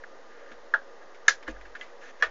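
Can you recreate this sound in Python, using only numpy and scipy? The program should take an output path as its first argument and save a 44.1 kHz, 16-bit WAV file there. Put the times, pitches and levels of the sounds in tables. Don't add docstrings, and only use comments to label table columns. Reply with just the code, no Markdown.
import sys
import numpy as np
from scipy import signal
from scipy.fft import rfft, irfft
from scipy.io import wavfile

SR = 44100
rng = np.random.default_rng(int(sys.argv[2]) if len(sys.argv) > 2 else 0)


def wrap_up_sound(samples):
    columns = np.atleast_2d(samples).T
    tamed = np.clip(columns, -1, 1)
    steps = np.round(tamed * 32767).astype(np.int16)
    wavfile.write(sys.argv[1], SR, steps)


def volts_from_decibels(level):
    exponent = np.asarray(level, float) / 20
    return 10 ** exponent


N = 101474
TIME_S = np.arange(N) / SR


def rms_one(x):
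    return x / np.sqrt(np.mean(x ** 2) + 1e-20)


def coloured(spectrum):
    hz, db = np.transpose(spectrum)
    bin_hz = np.maximum(np.arange(N // 2 + 1) * SR / N, 1)
    gain = volts_from_decibels(np.interp(np.log(bin_hz), np.log(hz), db, left=-90))
    return rms_one(irfft(rfft(rng.standard_normal(N)) * gain, N))


def dying(start_s, t60_s, rise_s):
    t = np.maximum(TIME_S - start_s, 0)
    return (1 - np.exp(-t / rise_s)) * volts_from_decibels(-60 * t / t60_s)


def ring(x, hz, t60_s):
    r = volts_from_decibels(-60 / (t60_s * SR))
    w = 2 * np.pi * hz / SR
    return signal.lfilter([0, np.sin(w)], [1, -2 * r * np.cos(w), r * r], x + 1e-18)


def swing_up(clicks, hz):
    build_cycles, build_max_s = 8.3, 0.017
    t60_s = min(build_cycles / hz, build_max_s)
    gain = 2 * (1 - volts_from_decibels(-60 / (t60_s * SR)))
    return gain ** 2 * ring(ring(clicks, hz, t60_s), hz, t60_s)


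def strike(contacts, modes):
    spread_db = 1.5
    start_s, peak_db = np.transpose(contacts)
    at = (start_s * SR).astype(int)
    out = np.zeros(N)
    for hz, level_db, t60_s in modes:
        clicks = np.zeros(N)
        clicks[at] = volts_from_decibels(peak_db + level_db + spread_db * rng.standard_normal(len(at)))
        out += ring(swing_up(clicks, hz), hz, t60_s)
    return out


# frequency in Hz, level in dB per Hz.
ROOM_HISS = [(53, -80.5), (90, -24), (420, -9), (535, -7.5), (1400, -16), (1890, -14), (2270, -25),
             (6670, -31), (7600, -43.5), (9880, -86.5), (16700, -120)]
# frequency in Hz, width in Hz, level in dB.
FAN_TONES = [(475, 16, -59.5), (551, 21, -60), (680, 30, -83.5), (1213.6, 14, -64)]


def room():
    out = volts_from_decibels(-52.5) * coloured(ROOM_HISS)
    for hz, width_hz, db in FAN_TONES:
        out += volts_from_decibels(db) * rms_one(ring(rng.standard_normal(N), hz, 2.56 / width_hz))
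    return out


def rumble():
    spectrum = [(15, -3), (45, 4.5), (70, -6.5), (110, -37), (200, -41)]  # Hz, dB per Hz
    return volts_from_decibels(-78.5) * coloured(spectrum)


# start in seconds, board level in dB, sway level in dB.
KNOCKS = [
    (.505, -50, -57.5),
    (1.285, -54, -60),
    (1.477, -35.5, -37),
    (2.248, -67, -49),
]


def sway():
    rise_s, held_after_s, release_s = 0.022, 0.283, .015
    out = np.zeros(N)
    for start_s, _, sway_db in KNOCKS:
        t = TIME_S - start_s
        held = 1 / (1 + np.exp(np.clip((t - held_after_s) / release_s, -50, 50)))
        for hz, t60_s, mode_db in [(44.3, 0.71, 0), (49.2, .25, -5)]:
            swing = np.sin(2 * np.pi * hz * t + 1.4)
            out += volts_from_decibels(sway_db + mode_db) * held * dying(start_s, t60_s, rise_s) * swing
    return out


# frequency in Hz, level in dB, t60 in seconds.
BOARD_MODES = [(164, -12, .08), (234, 0, 0.11), (310, 3, 0.11), (407, -7.5, 0.065), (528, 3, 0.14),
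               (654, -6, 0.1), (795, -6.5, 0.037), (954, -2, 0.02), (1110, -1.5, 0.046), (1420, 2, 0.033)]


def knocks():
    rebound_s, rebound_db = 0.01203, -8
    out = np.zeros(N)
    for start_s, db, _ in KNOCKS:
        out += strike([(start_s, db), (start_s + rebound_s, db + rebound_db)], BOARD_MODES)
    return out


# frequency in Hz, level in dB, t60 in seconds.
PANEL_MODES = [(1120, -12, .04), (1324, -10.5, .04), (1460, -2, 0.08), (1665, 5, 0.066), (1783, 2.5, 0.065),
               (2030, -5, .05)]
# frequency in Hz, level in dB per Hz.
RUB_HISS = [(800, -21), (2500, 7), (5000, -6.5), (6500, 0), (7600, -12.5)]
# start in seconds, end in seconds, ring level in dB, hiss level in dB.
RUBS = [
    (0.294, 0.554, -57, -71),
    (1.006, 1.049, -56, -73),
    (1.249, 1.29, -51, -60.5),
    (1.482, 1.526, -62, -54.5),
    (1.78, 1.843, -58, -57),
    (2.003, 2.122, -51, -58),
    (2.187, 2.226, -50, -58.5),
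]


def rubs():
    edge_s, damping = .015, 0.54
    noise = rng.standard_normal(N)
    hiss = coloured(RUB_HISS)
    ringing = rms_one(sum(volts_from_decibels(db) * ring(noise, hz, damping * t60_s) for hz, db, t60_s in PANEL_MODES))
    out = np.zeros(N)
    for start_s, end_s, ring_db, hiss_db in RUBS:
        press = np.clip(np.minimum(TIME_S - start_s, end_s - TIME_S) / edge_s, 0, 1)
        out += press * (volts_from_decibels(ring_db) * ringing + volts_from_decibels(hiss_db) * hiss)
    return out


# frequency in Hz, level in dB per Hz.
GRIT = [(300, -15), (1200, 4), (2200, 5.5), (3800, -5), (5200, -10), (7500, -14)]
# start in seconds, ping level in dB, grit level in dB, share of full ring time.
TICKS = [(0.0369, -34.5, -52, 0.4), (.460, -49.5, -67, 0.54), (0.515, -46, -44, 0.55),
         (1.145, -57.5, -47, 0.47), (1.426, -50, -44.5, 0.57), (1.467, -45, -54, 0.88),
         (1.477, -32, -38.5, 0.78), (1.562, -45, -64, 0.44), (1.61, -58, -50, 0.59), (1.652, -48, -51, .8),
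         (1.7508, -34.5, -43.5, 0.61), (1.763, -47, -59, 0.54)]


def ticks():
    grit_t60_s, grit_rise_s = 0.15, .0009
    grit = coloured(GRIT)
    out = np.zeros(N)
    for start_s, ping_db, grit_db, share in TICKS:
        damped_modes = [(hz, db, t60_s * share) for hz, db, t60_s in PANEL_MODES]
        out += strike([(start_s, ping_db)], damped_modes)
        out += volts_from_decibels(grit_db) * dying(start_s, grit_t60_s * share, grit_rise_s) * grit
    return out


# start in seconds, peak in dB.
LATCH = [
    (1.8102, -33.5),
    (1.8200, -49),
]
# frequency in Hz, level in dB, t60 in seconds.
LATCH_MODES = [(1685, -2.5, 0.084), (2020, -1.5, 0.093), (2340, -9, 0.0115), (2780, 0, 0.014),
               (3190, -1.5, 0.023), (3730, -10, 0.0076), (4340, -14, 0.0073), (5300, -17, 0.006),
               (6600, -15.5, .008)]


def latch():
    grit_t60_s, grit_rise_s = 0.29, 0.0031
    grit = volts_from_decibels(-46) * dying(LATCH[0][0], grit_t60_s, grit_rise_s) * coloured(GRIT)
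    return strike(LATCH, LATCH_MODES) + grit


# start in seconds, peak in dB.
FIRST_SNAP = [
    (0.7355, -43.5),
    (0.7383, -16),
    (0.7441, -28.5),
]
SECOND_SNAP = [
    (1.2800, -23),
    (1.2810, -14.5),
    (1.2942, -28),
]
THIRD_SNAP = [
    (2.2104, -43),
    (2.2234, -16),
    (2.2331, -30),
]
# frequency in Hz, level in dB, t60 in seconds.
FIRST_MODES = [(653, -17, 0.081), (878, -16.5, 0.071), (1156, -19, 0.059), (1303, -6, 0.064),
               (1440, 0.5, 0.07), (1572, -8, 0.068), (1657, -0.5, 0.087), (1747, -4.5, 0.046),
               (1638, 8.5, 0.02), (2750, -27, 0.013), (3430, -25, 0.024), (4000, -26, 0.0095),
               (5820, -29, 0.0094), (6800, -31, 0.01)]
SECOND_MODES = [(511, -19, 0.098), (1331, -2, 0.056), (1695, 10.5, 0.043), (1654, 2.5, .1),
                (1762, -9, 0.11), (2134, -2.5, 0.041), (2463, -1.5, 0.029), (2915, -7.5, 0.021),
                (3650, -2, 0.021), (4200, -8, 0.025), (5490, -5, .015), (6160, -18.5, 0.037),
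                (6410, 8.5, .006), (6720, -12, 0.029)]
THIRD_MODES = [(521, -29, 0.14), (653, -19, 0.2), (1179, -8.5, 0.11), (1257, -5.5, 0.052), (1475, -3, 0.09),
               (1746, -3.5, 0.074), (1714, 8, 0.029), (1830, -6, 0.13), (1880, -15, 0.04),
               (2430, -10.5, 0.03), (2864, -13, .04), (3340, -14.5, 0.096), (4300, -17, 0.011),
               (5560, -8.5, 0.0098)]
# frequency in Hz, level in dB per Hz.
FIRST_RATTLE = [(120, -62), (200, -36), (587, -16.5), (1160, -13), (1650, 3.5), (2200, -31), (3410, -27),
                (7500, -49.5), (9750, -76.5), (16500, -120)]
SECOND_RATTLE = [(120, -78), (200, -50.5), (497, -22), (1080, -17.5), (1700, -5), (2590, -19.5),
                 (6160, -15), (7500, -22.5), (9750, -71), (16500, -120)]
THIRD_RATTLE = [(120, -60), (200, -37), (504, -8.5), (845, -14.5), (1700, -5), (2590, -16), (5970, -28.5),
                (7500, -32.5), (9750, -82), (16500, -120)]
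# level in dB, t60 in seconds.
RATTLES = [
    (-22, .13),
    (-20, .14),
    (-23, .14),
]


def snap(contacts, modes, rattle_spectrum, rattle):
    rattle_db, rattle_t60_s = rattle
    main_blow_s = contacts[1][0]
    envelope = volts_from_decibels(rattle_db) * dying(main_blow_s, rattle_t60_s, 0.0023)
    return strike(contacts, modes) + envelope * coloured(rattle_spectrum)


def snaps():
    first = snap(FIRST_SNAP, FIRST_MODES, FIRST_RATTLE, RATTLES[0])
    second = snap(SECOND_SNAP, SECOND_MODES, SECOND_RATTLE, RATTLES[1])
    third = snap(THIRD_SNAP, THIRD_MODES, THIRD_RATTLE, RATTLES[2])
    return first + second + third


def scene():
    air = room() + knocks() + rubs() + ticks() + latch() + snaps()
    port = signal.butter(4, 220.5, "high", fs=SR, output="sos")
    return (signal.sosfilt(port, air) + rumble() + sway())[None]


def roll_off(x):
    return signal.sosfilt(signal.butter(12, 8310, fs=SR, output="sos"), x)


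def record(dry):
    ceiling, knee_share, offset = .66, .7, .0044
    cut = signal.sosfilt(signal.cheby1(10, .5, 7210, fs=SR, output="sos"), dry)
    excess = cut - np.clip(cut, -ceiling, ceiling)
    over = signal.sosfilt(signal.butter(2, 600, "high", fs=SR, output="sos"), excess)
    mix = cut - knee_share * over + offset
    return roll_off(mix)


dry = scene()
out = record(dry)
wrap_up_sound(out)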